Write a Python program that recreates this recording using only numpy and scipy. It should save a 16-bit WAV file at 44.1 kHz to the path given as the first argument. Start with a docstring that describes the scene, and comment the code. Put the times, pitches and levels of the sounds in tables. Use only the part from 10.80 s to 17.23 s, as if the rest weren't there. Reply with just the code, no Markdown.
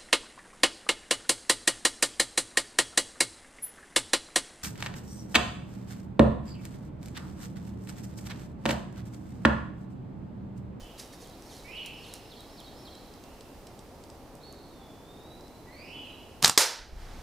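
"""Leafy woods: over a distant hum and leaf hiss, birds call hoarsely, chirp and whistle among the trees.
Beside a camera a slingshot is loaded with clicks and sleeve rustle, then drawn, its tubes slipping on the fork.
At 5.6 s the tubes snap forward and slap the fork; the shot cracks against a target; trunks scatter both back.
The camera's gain control ducks under the blows and slowly recovers; air then buffets the microphone."""
import sys
import numpy as np
from scipy import signal
from scipy.fft import rfft, irfft, next_fast_len
from scipy.io import wavfile
from scipy.ndimage import map_coordinates

SR = 44100
rng = np.random.default_rng(int(sys.argv[2]) if len(sys.argv) > 2 else 0)


def generate_wav(signal):
    """Clip the signal to [-1, 1] and save it as 16-bit WAV at the path in sys.argv[1]."""
    frames = np.transpose(np.atleast_2d(signal))
    scaled = np.clip(frames, -1, 1) * 32767
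    pcm = np.round(scaled).astype(np.int16)
    wavfile.write(sys.argv[1], SR, pcm)


N = 283518


def amp(db):
    """Decibels to gain."""
    return 10 ** (np.asarray(db) / 20)


def unit(x):
    """Scale to rms 1."""
    return x / np.sqrt(np.mean(x ** 2) + 1e-20)


def along(points, hz):
    """Read a curve of (f/Hz, value) points on a log frequency axis."""
    f, v = np.transpose(points)
    return np.interp(np.log(hz + 1), np.log(f + 1), v)


def wobble(rate, size=N):
    """Smooth random modulation, rate knots a second."""
    return map_coordinates(rng.standard_normal(int(size * rate / SR) + 4), [np.arange(size) * rate / SR])


def envelope(s, attack, hold, t60):
    """Gain that swells from time s, holds and dies away."""
    t = np.arange(N) / SR - s
    return np.clip(t / attack, 0, 1) ** 2 * amp(-60 * np.clip((t - attack - hold) / t60, 0, 2))


def filtered(x, response):
    """EQ x with a complex response of frequency."""
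    size = x.shape[-1]
    m = next_fast_len(size + SR // 8)
    return irfft(rfft(x, m) * response(np.fft.rfftfreq(m, 1 / SR)), m)[..., :size]


def resonance(f, hz, width):
    """A causal resonance of peak gain 1."""
    return 1j * f * width / (hz * hz - f * f + 1j * f * width)


def noise(spectrum, size=N, body=lambda f: 1):
    """Noise of rms 1 with the given spectrum, through an optional body."""
    return unit(filtered(rng.standard_normal(size), lambda f: amp(along(spectrum, f)) * body(f)))


def spread(mid, side, side_db):
    """Mid/side to stereo: two closely spaced ports hear nearly the same sound."""
    return np.array([mid + amp(side_db) * side, mid - amp(side_db) * side])


def add(track, s, sound):
    """Mix a sound in at time s."""
    part = track[..., max(0, round(s * SR)):][..., :sound.shape[-1]]
    part += sound[..., :part.shape[-1]]


def trunks(stretch, hold, side_db=-16):
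    """Stereo reverb tail: nearby trunks keep it level for a moment, then the treble dies before the mids."""
    # decay of the woods, scaled by stretch: f/Hz, t60/s
    decay = [(100, 0.27), (500, 0.49), (2500, 0.51), (5000, 0.48), (8000, 0.33), (14000, 0.31)]
    hz, t, bands = signal.stft(rng.standard_normal((2, SR)), SR, nperseg=256)
    fade = amp(-60 * np.maximum(t - hold, 0) / (stretch * along(decay, hz)[:, None]))
    onset = 1 - np.exp(-t / 0.0022)
    tail = signal.istft(bands * fade * onset, SR, nperseg=256)[1]
    return spread(*tail, side_db) / np.linalg.norm(tail[0])


def echo(x, stretch, hold, side_db=-13):
    """The reverb return of the woods for x."""
    return signal.fftconvolve(x[None], trunks(stretch, hold, side_db), axes=1)[:, :N]


def air():
    """A bed of distant hum and leaf hiss; puffs hit the microphone, and a soft rush joins the last ones."""
    # tone of the hum and leaves: f/Hz, level/dB
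    bed_eq = [(12, -23.5), (20, -1.5), (74, -2.5), (109, -3.5), (185, -5.5), (266, -2.5), (404, -5.5),
              (464, -6), (833, -10), (1540, -22), (3000, -26.5), (3540, -27), (4950, -26.5), (6910, -31),
              (15500, -34.5)]
    # fader ride of the leaf hiss: t/s, level/dB
    leaf_ride = [(0, -59.5), (2, -59), (3.8, -62.5), (5.5, -61)]
    # puffs of air: t/s, level/dB, hold/s
    puff_cues = [(0, -46.5, 0.024), (.8, -51, 0.023), (2.732, -44, 0.025), (5.971, -44, 0.41),
                 (6.105, -36, 0.0209), (6.216, -45.5, .04)]
    # rumble of a puff: f/Hz, level/dB
    puff_eq = [(10, -14), (28, 5), (65, -5.5), (110, -15), (250, -35.5), (1000, -80)]
    # tone of the rush: f/Hz, level/dB
    rush_eq = [(350, -33.5), (600, -10), (890, 1.5), (979, -4), (1660, -4.5), (2440, -9), (5150, -11.5),
               (15500, -30)]
    low = lambda f: 1 / np.sqrt(1 + (f / 1800) ** 4)  # crossover from hum to hiss
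    high = lambda f: np.sqrt(1 - low(f) ** 2)
    hum_db = -49.5 + 0.33 * wobble(4.71)
    hiss_db = np.interp(np.arange(N) / SR, *np.transpose(leaf_ride))
    hum = amp(hum_db) * spread(noise(bed_eq, body=low), noise(bed_eq, body=low), side_db=-13)
    hiss = amp(hiss_db) * spread(noise(bed_eq, body=high), noise(bed_eq, body=high), side_db=-3.5)
    draught = sum(amp(db) * envelope(s, attack=0.021, hold=hold, t60=.18) for s, db, hold in puff_cues)
    puffs = draught * spread(noise(puff_eq), noise(puff_eq), side_db=-19)
    swell = amp(-51) * envelope(6.0, attack=0.21, hold=0.054, t60=2.5)
    rush = swell * spread(noise(rush_eq), noise(rush_eq), side_db=-12)
    return hum + hiss + puffs + rush


def note(rows, waver, hoarse=0., buzz_hz=120):
    """A bird's tone glides through (t/s, f/Hz, level/dB); fast uneven pitch flutter makes it hoarse."""
    s, hz, db = np.transpose(rows)
    t = np.arange(s[0], s[-1], 1 / SR)
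    flutter = np.sin(2 * np.pi * np.cumsum(buzz_hz * (1 + .2 * wobble(60, len(t)))) / SR)
    pitch = np.interp(t, s, hz) * (1 + hoarse * flutter + waver * wobble(150, len(t)))
    gain = np.sqrt(2) * amp(np.interp(t, s, db)) * signal.windows.tukey(len(t), .06)
    return gain * np.sin(2 * np.pi * np.cumsum(pitch) / SR)


def hoarse_calls():
    """Each call climbs ever faster and swells, then sags and fades; its octave peaks about halfway up."""
    # calls: t/s, rise/s, start f/Hz, top f/Hz, relative level/dB, octave against that level/dB
    cues = [(0, 0.011, 3000, 3080, -54.5, -40), (.84, 0.13, 2230, 2930, -40.5, -26),
            (2.42, 0.0975, 2696, 2850, -65.5, -40), (3.589, 0.1, 3620, 4140, -61, -40),
            (4.86, .31, 1937, 3022, -44.5, -12)]
    sag_s, sag_hz, fade_db, db_per_octave = 0.15, 228, 8, 23.5
    track = np.zeros(N)
    for s, rise, start_hz, top_hz, db, octave_db in cues:
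        t = np.linspace(0, rise + sag_s, num=40)
        climb, sag = np.minimum(t / rise, 1), np.maximum(t - rise, 0) / sag_s
        hz = start_hz + (top_hz - start_hz) * climb ** 1.2 - sag_hz * sag
        level = db + db_per_octave * np.log2(hz / top_hz) - fade_db * sag ** 2
        octave_level = db + octave_db - 110 * (climb - .45) ** 2 - 18 * sag
        fundamental = note(np.transpose([t, hz, level]), waver=.021, hoarse=0.088, buzz_hz=290)
        octave = note(np.transpose([t, 2 * hz, octave_level]), waver=0.0059, hoarse=.025, buzz_hz=292)
        add(track, s, fundamental + octave)
    return track


def clear_whistles():
    """Pure gliding bird tones: one long whistle between two short falling ones."""
    # a high note, a dip and a slow rise: t/s, f/Hz, relative level/dB
    long_glide = [(3.605, 3700, -66), (3.625, 4160, -53), (3.65, 4400, -51.5), (3.69, 4420, -54),
                  (3.73, 4390, -66), (3.85, 4340, -64), (3.93, 3700, -69), (4, 3463, -58),
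                  (4.15, 3415, -64), (4.64, 4060, -57.5), (4.78, 4020, -73)]
    # falling whistles: t/s, length/s, start f/Hz, end f/Hz, relative level/dB
    downslurs = [(.16, .22, 3870, 3720, -61), (5.228, .13, 4120, 3850, -61)]
    track = np.zeros(N)
    add(track, long_glide[0][0], note(long_glide, waver=.007))
    for s, length, start_hz, end_hz, db in downslurs:
        add(track, s, note([(0, start_hz, db), (length, end_hz, db - 2.5)], waver=.012))
    return track


def song():
    """A bird chirps seven three-note phrases, swelling to full voice as the tempo drags a little."""
    # the three notes, timed from the flick: t/s, f/Hz, relative level/dB
    lisp = [(-.09, 5020, -8), (-.05, 5280, -11), (.005, 5310, -8.5)]
    flick = [(0, 4725, -2), (.016, 4000, 0.5), (.03, 3380, 1.5), (.043, 3070, -1)]
    slur = [(.06, 4457, 0), (.077, 4080, -4.5), (.094, 3840, -3), (.112, 3860, -1), (.125, 4400, -10)]
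    start_s, period_s, drag_s = .42, .267, .0007
    track = np.zeros(N)
    for k in range(7):
        s = start_s + period_s * k + drag_s * k ** 2
        db = -53 - 7.5 * np.exp(-k / 1.9)
        for rows, waver in [(lisp, .028), (flick, .018), (slur, .026)]:
            add(track, s + rows[0][0], amp(db) * note(rows, waver))
    return track


def birds():
    """The bird mix is wet: most of their sound arrives by way of the trees."""
    calls, whistles, chirps = hoarse_calls(), clear_whistles(), song()
    direct = amp(-10.5) * calls + amp(-16) * whistles + amp(-5) * chirps
    # foliage along the path blurs each note over a few hundredths of a second
    blur = amp(-5.5) * echo(calls + whistles + chirps, stretch=0.06, hold=0.0075, side_db=-8)
    call_echo = amp(-3.5) * echo(calls, stretch=2.32, hold=0.018, side_db=-9)
    whistle_echo = amp(-6.5) * echo(whistles, stretch=2.4, hold=0.041, side_db=-13.5)
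    chirp_echo = amp(-2.5) * echo(chirps, stretch=2.6, hold=0.049, side_db=-27)
    return direct + blur + call_echo + whistle_echo + chirp_echo


def sleeve():
    """A sleeve rustles in tiny uneven grains while the pouch is loaded."""
    # strokes of the sleeve: t/s, level/dB, attack/s, t60/s
    strokes = [(0, -59.5, 0.003, 0.31), (.168, -47, 0.019, 0.33), (.318, -54.5, 0.013, 0.11),
               (.375, -55.5, 0.038, 0.41), (.55, -54, 0.18, 0.86), (1.053, -55.5, 0.0046, .06),
               (1.08, -58, .2, .6), (1.334, -57.5, 0.0052, .2)]
    # tone of the cloth: f/Hz, level/dB
    cloth_eq = [(300, -27), (1800, -1.5), (3000, -6), (4500, 3), (6000, 3.5), (8000, -3), (11000, -2.5),
                (15500, -19)]
    motion = sum(amp(db) * envelope(s, attack, hold=0.013, t60=t60) for s, db, attack, t60 in strokes)
    grain = amp(2.2 * wobble(500))
    return motion * grain * spread(noise(cloth_eq), noise(cloth_eq), side_db=-20)


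def ticks(cues, snap_db, t60):
    """Tiny blows, each a dry snap plus the ring of the fork."""
    # modes of the fork: f/Hz, width/Hz, level/dB
    modes = [(3000, 430, -5.5), (5100, 420, 2), (7970, 330, -3), (11000, 900, -16)]
    # dry snap of the pouch: f/Hz, level/dB
    snap_eq = [(1000, -36), (4000, -8), (5600, 0), (10500, -5), (15500, -16)]
    track, t = np.zeros(N), np.arange(SR // 15) / SR
    fork = lambda f: sum((-1) ** k * amp(db) * resonance(f, hz, width)
                         for k, (hz, width, db) in enumerate(modes))
    tone = lambda f: fork(f) + amp(snap_db + along(snap_eq, f))
    for s, db in cues:
        tick = filtered(rng.standard_normal(len(t)), tone) * amp(-60 * t / t60)
        add(track, s, amp(db) * tick / np.abs(tick).max())
    return track


def load_and_draw():
    """Shot and pouch click in the fingers; the stretching tubes slip on the fork and ring it."""
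    # dry clicks: t/s, peak level/dB
    clicks = [(.1858, -41), (.1975, -32), (.473, -43), (.4983, -44), (.623, -41), (1.0614, -25.5),
              (1.3388, -26.5), (1.6062, -38), (1.8026, -39), (3.5533, -41.5), (3.7262, -40)]
    # ringing slips: t/s, peak level/dB
    slips = [(2.152, -42), (2.338, -44), (2.4384, -42), (2.6085, -39), (2.8694, -36.5), (2.9911, -40),
             (3.238, -40), (3.3004, -40), (4.6084, -44), (4.6803, -45)]
    taps = ticks(clicks, snap_db=11, t60=0.0067) + ticks(slips, snap_db=-24, t60=0.013)
    return taps + amp(-10) * echo(taps, stretch=.5, hold=0.013)


def release(let_go_s=5.619):
    """The tubes whip forward with a swish and a thump of air, slap the fork and flap back against it."""
    # tubes and pouch hitting the fork: t/s, level/dB, t60/s, ring f/Hz, ring level/dB
    hits = [(5.6239, -28, 0.011, 9000, 4), (5.627, -12, 0.0046, 1110, 7), (5.6437, -12.5, 0.0077, 1206, -1),
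            (5.6463, 8.5, 0.009, 3900, 11.5), (5.6494, 4, 0.011, 5170, 8), (5.6575, 1.5, 0.015, 5400, -1.5),
            (5.6794, 4.5, 0.0022, 9980, 20), (5.696, 0.5, 0.011, 1200, 0.5)]
    # tone of the rubber: f/Hz, level/dB
    rubber_eq = [(60, -18.5), (150, -5), (500, -8.5), (1100, 2), (2400, -7.5), (5000, 0.5), (9000, -7),
                 (13000, -16), (16000, -27)]
    # low thump of air: f/Hz, level/dB
    thump_eq = [(25, -21.5), (70, -4.5), (130, -2), (300, -8), (700, -19.5), (3000, -75.5)]
    slaps, t = np.zeros(N), np.arange(SR // 10) / SR
    for s, db, t60, hz, ring_db in hits:
        fade = amp(-60 * t / t60)
        slap = fade * noise(rubber_eq, len(t), lambda f: 1 + amp(ring_db) * resonance(f, hz, 0.26 * hz))
        add(slaps, s, amp(db) * slap * np.linalg.norm(fade) / np.linalg.norm(slap))
    flicker = amp(-14.5 + 2 * wobble(400))
    swish = flicker * envelope(let_go_s, attack=0.038, hold=.025, t60=.125) * noise(rubber_eq)
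    thump = amp(-31) * envelope(let_go_s, attack=0.016, hold=.055, t60=.11) * noise(thump_eq)
    tubes = slaps + swish + thump
    return tubes + amp(-12.5) * echo(tubes, stretch=0.55, hold=.012)


def strike(s=5.7766):
    """The shot cracks the target, whose modes ring briefly; far among the trunks, its echo is strong."""
    # modes of the target: f/Hz, width/Hz, level/dB
    modes = [(980, 97, -9), (2190, 62, 1), (3426, 79, 6.5), (5400, 160, -0.5), (7800, 81, 2.5),
             (9100, 95, -8), (9860, 149, -5), (11740, 98, -11.5), (11700, 140, -17), (13500, 200, -8)]
    # tone of the crack: f/Hz, level/dB
    crack_eq = [(71, -48), (120, -37.5), (346, 0.5), (733, -15.5), (1040, 1.5), (1790, -5.5), (2240, 3),
                (2480, -11.5), (3370, -6), (5060, 0.5), (5380, 0), (12900, -7.5), (15500, -24)]
    # the crack as the trunks return it: f/Hz, level/dB
    scatter_eq = [(71, -51), (120, -21), (216, -34), (300, -14), (398, -7.5), (469, -2.5), (812, -7.5),
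                  (880, 2.5), (1080, -7.5), (1430, -2.5), (2920, -8), (5060, -2), (9900, -9), (15500, -24)]
    t = np.arange(SR // 4) / SR
    ring = np.zeros(len(t))
    for hz, width, db in modes:
        fade = amp(db) * np.sqrt(width) * np.exp(-np.pi * width * t)
        ring += fade * np.sin(2 * np.pi * hz * t) * rng.choice([-1, 1])
    crack = noise(crack_eq, len(t)) * (amp(-0.5 - 60 * t / 0.037) + amp(-7.5 - 60 * t / 0.072))
    impact = crack + amp(5) * ring / np.abs(ring).max()
    track = np.zeros((2, N))
    add(track, s, impact * amp([[.6], [-.6]]))  # panned a touch left
    scatter = filtered(trunks(stretch=0.94, hold=0.045), lambda f: amp(along(scatter_eq, f)))
    delay = np.arange(scatter.shape[1]) / SR
    near = amp(5 / (1 + (delay / 0.058) ** 6))  # the closest trunks answer loudest
    add(track, s + .002, amp(-15) * near * scatter / scatter[:, :SR // 25].std())
    return track


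def scene():
    """The mix at the microphone, whose right side is a little more sensitive in the treble."""
    # stereo balance: f/Hz, left minus right level/dB
    balance = [(60, 0), (110, 2.5), (200, 1.0), (380, -1), (700, -2.0), (1290, -3), (2380, -2),
               (4400, -2.5), (8120, -3.0), (15000, -0.5)]
    mix = release() + strike() + load_and_draw() + sleeve() + birds() + air()
    return filtered(mix, lambda f: amp(np.outer([.5, -.5], along(balance, f))))


def record(dry, threshold_db=-9.0, recovery_db_per_s=19, ceiling=.9, top_hz=15450):
    """Gain control ducks within 2 ms and recovers slowly; peaks round off; the band ends steeply."""
    window = SR // 500
    power = signal.lfilter(np.ones(window) / window, 1, np.mean(dry ** 2, axis=0))
    over_db = np.maximum(10 * np.log10(power + 1e-12) - threshold_db, 0)
    ramp = recovery_db_per_s * np.arange(N) / SR
    duck_db = np.maximum.accumulate(over_db + ramp) - ramp
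    ducked = dry * amp(-duck_db)
    rounded = ducked / (1 + (ducked / ceiling) ** 6) ** (1 / 6)
    return filtered(rounded, lambda f: 1 / np.sqrt(1 + (f / top_hz) ** 200))


dry = scene()
out = record(dry)
generate_wav(out)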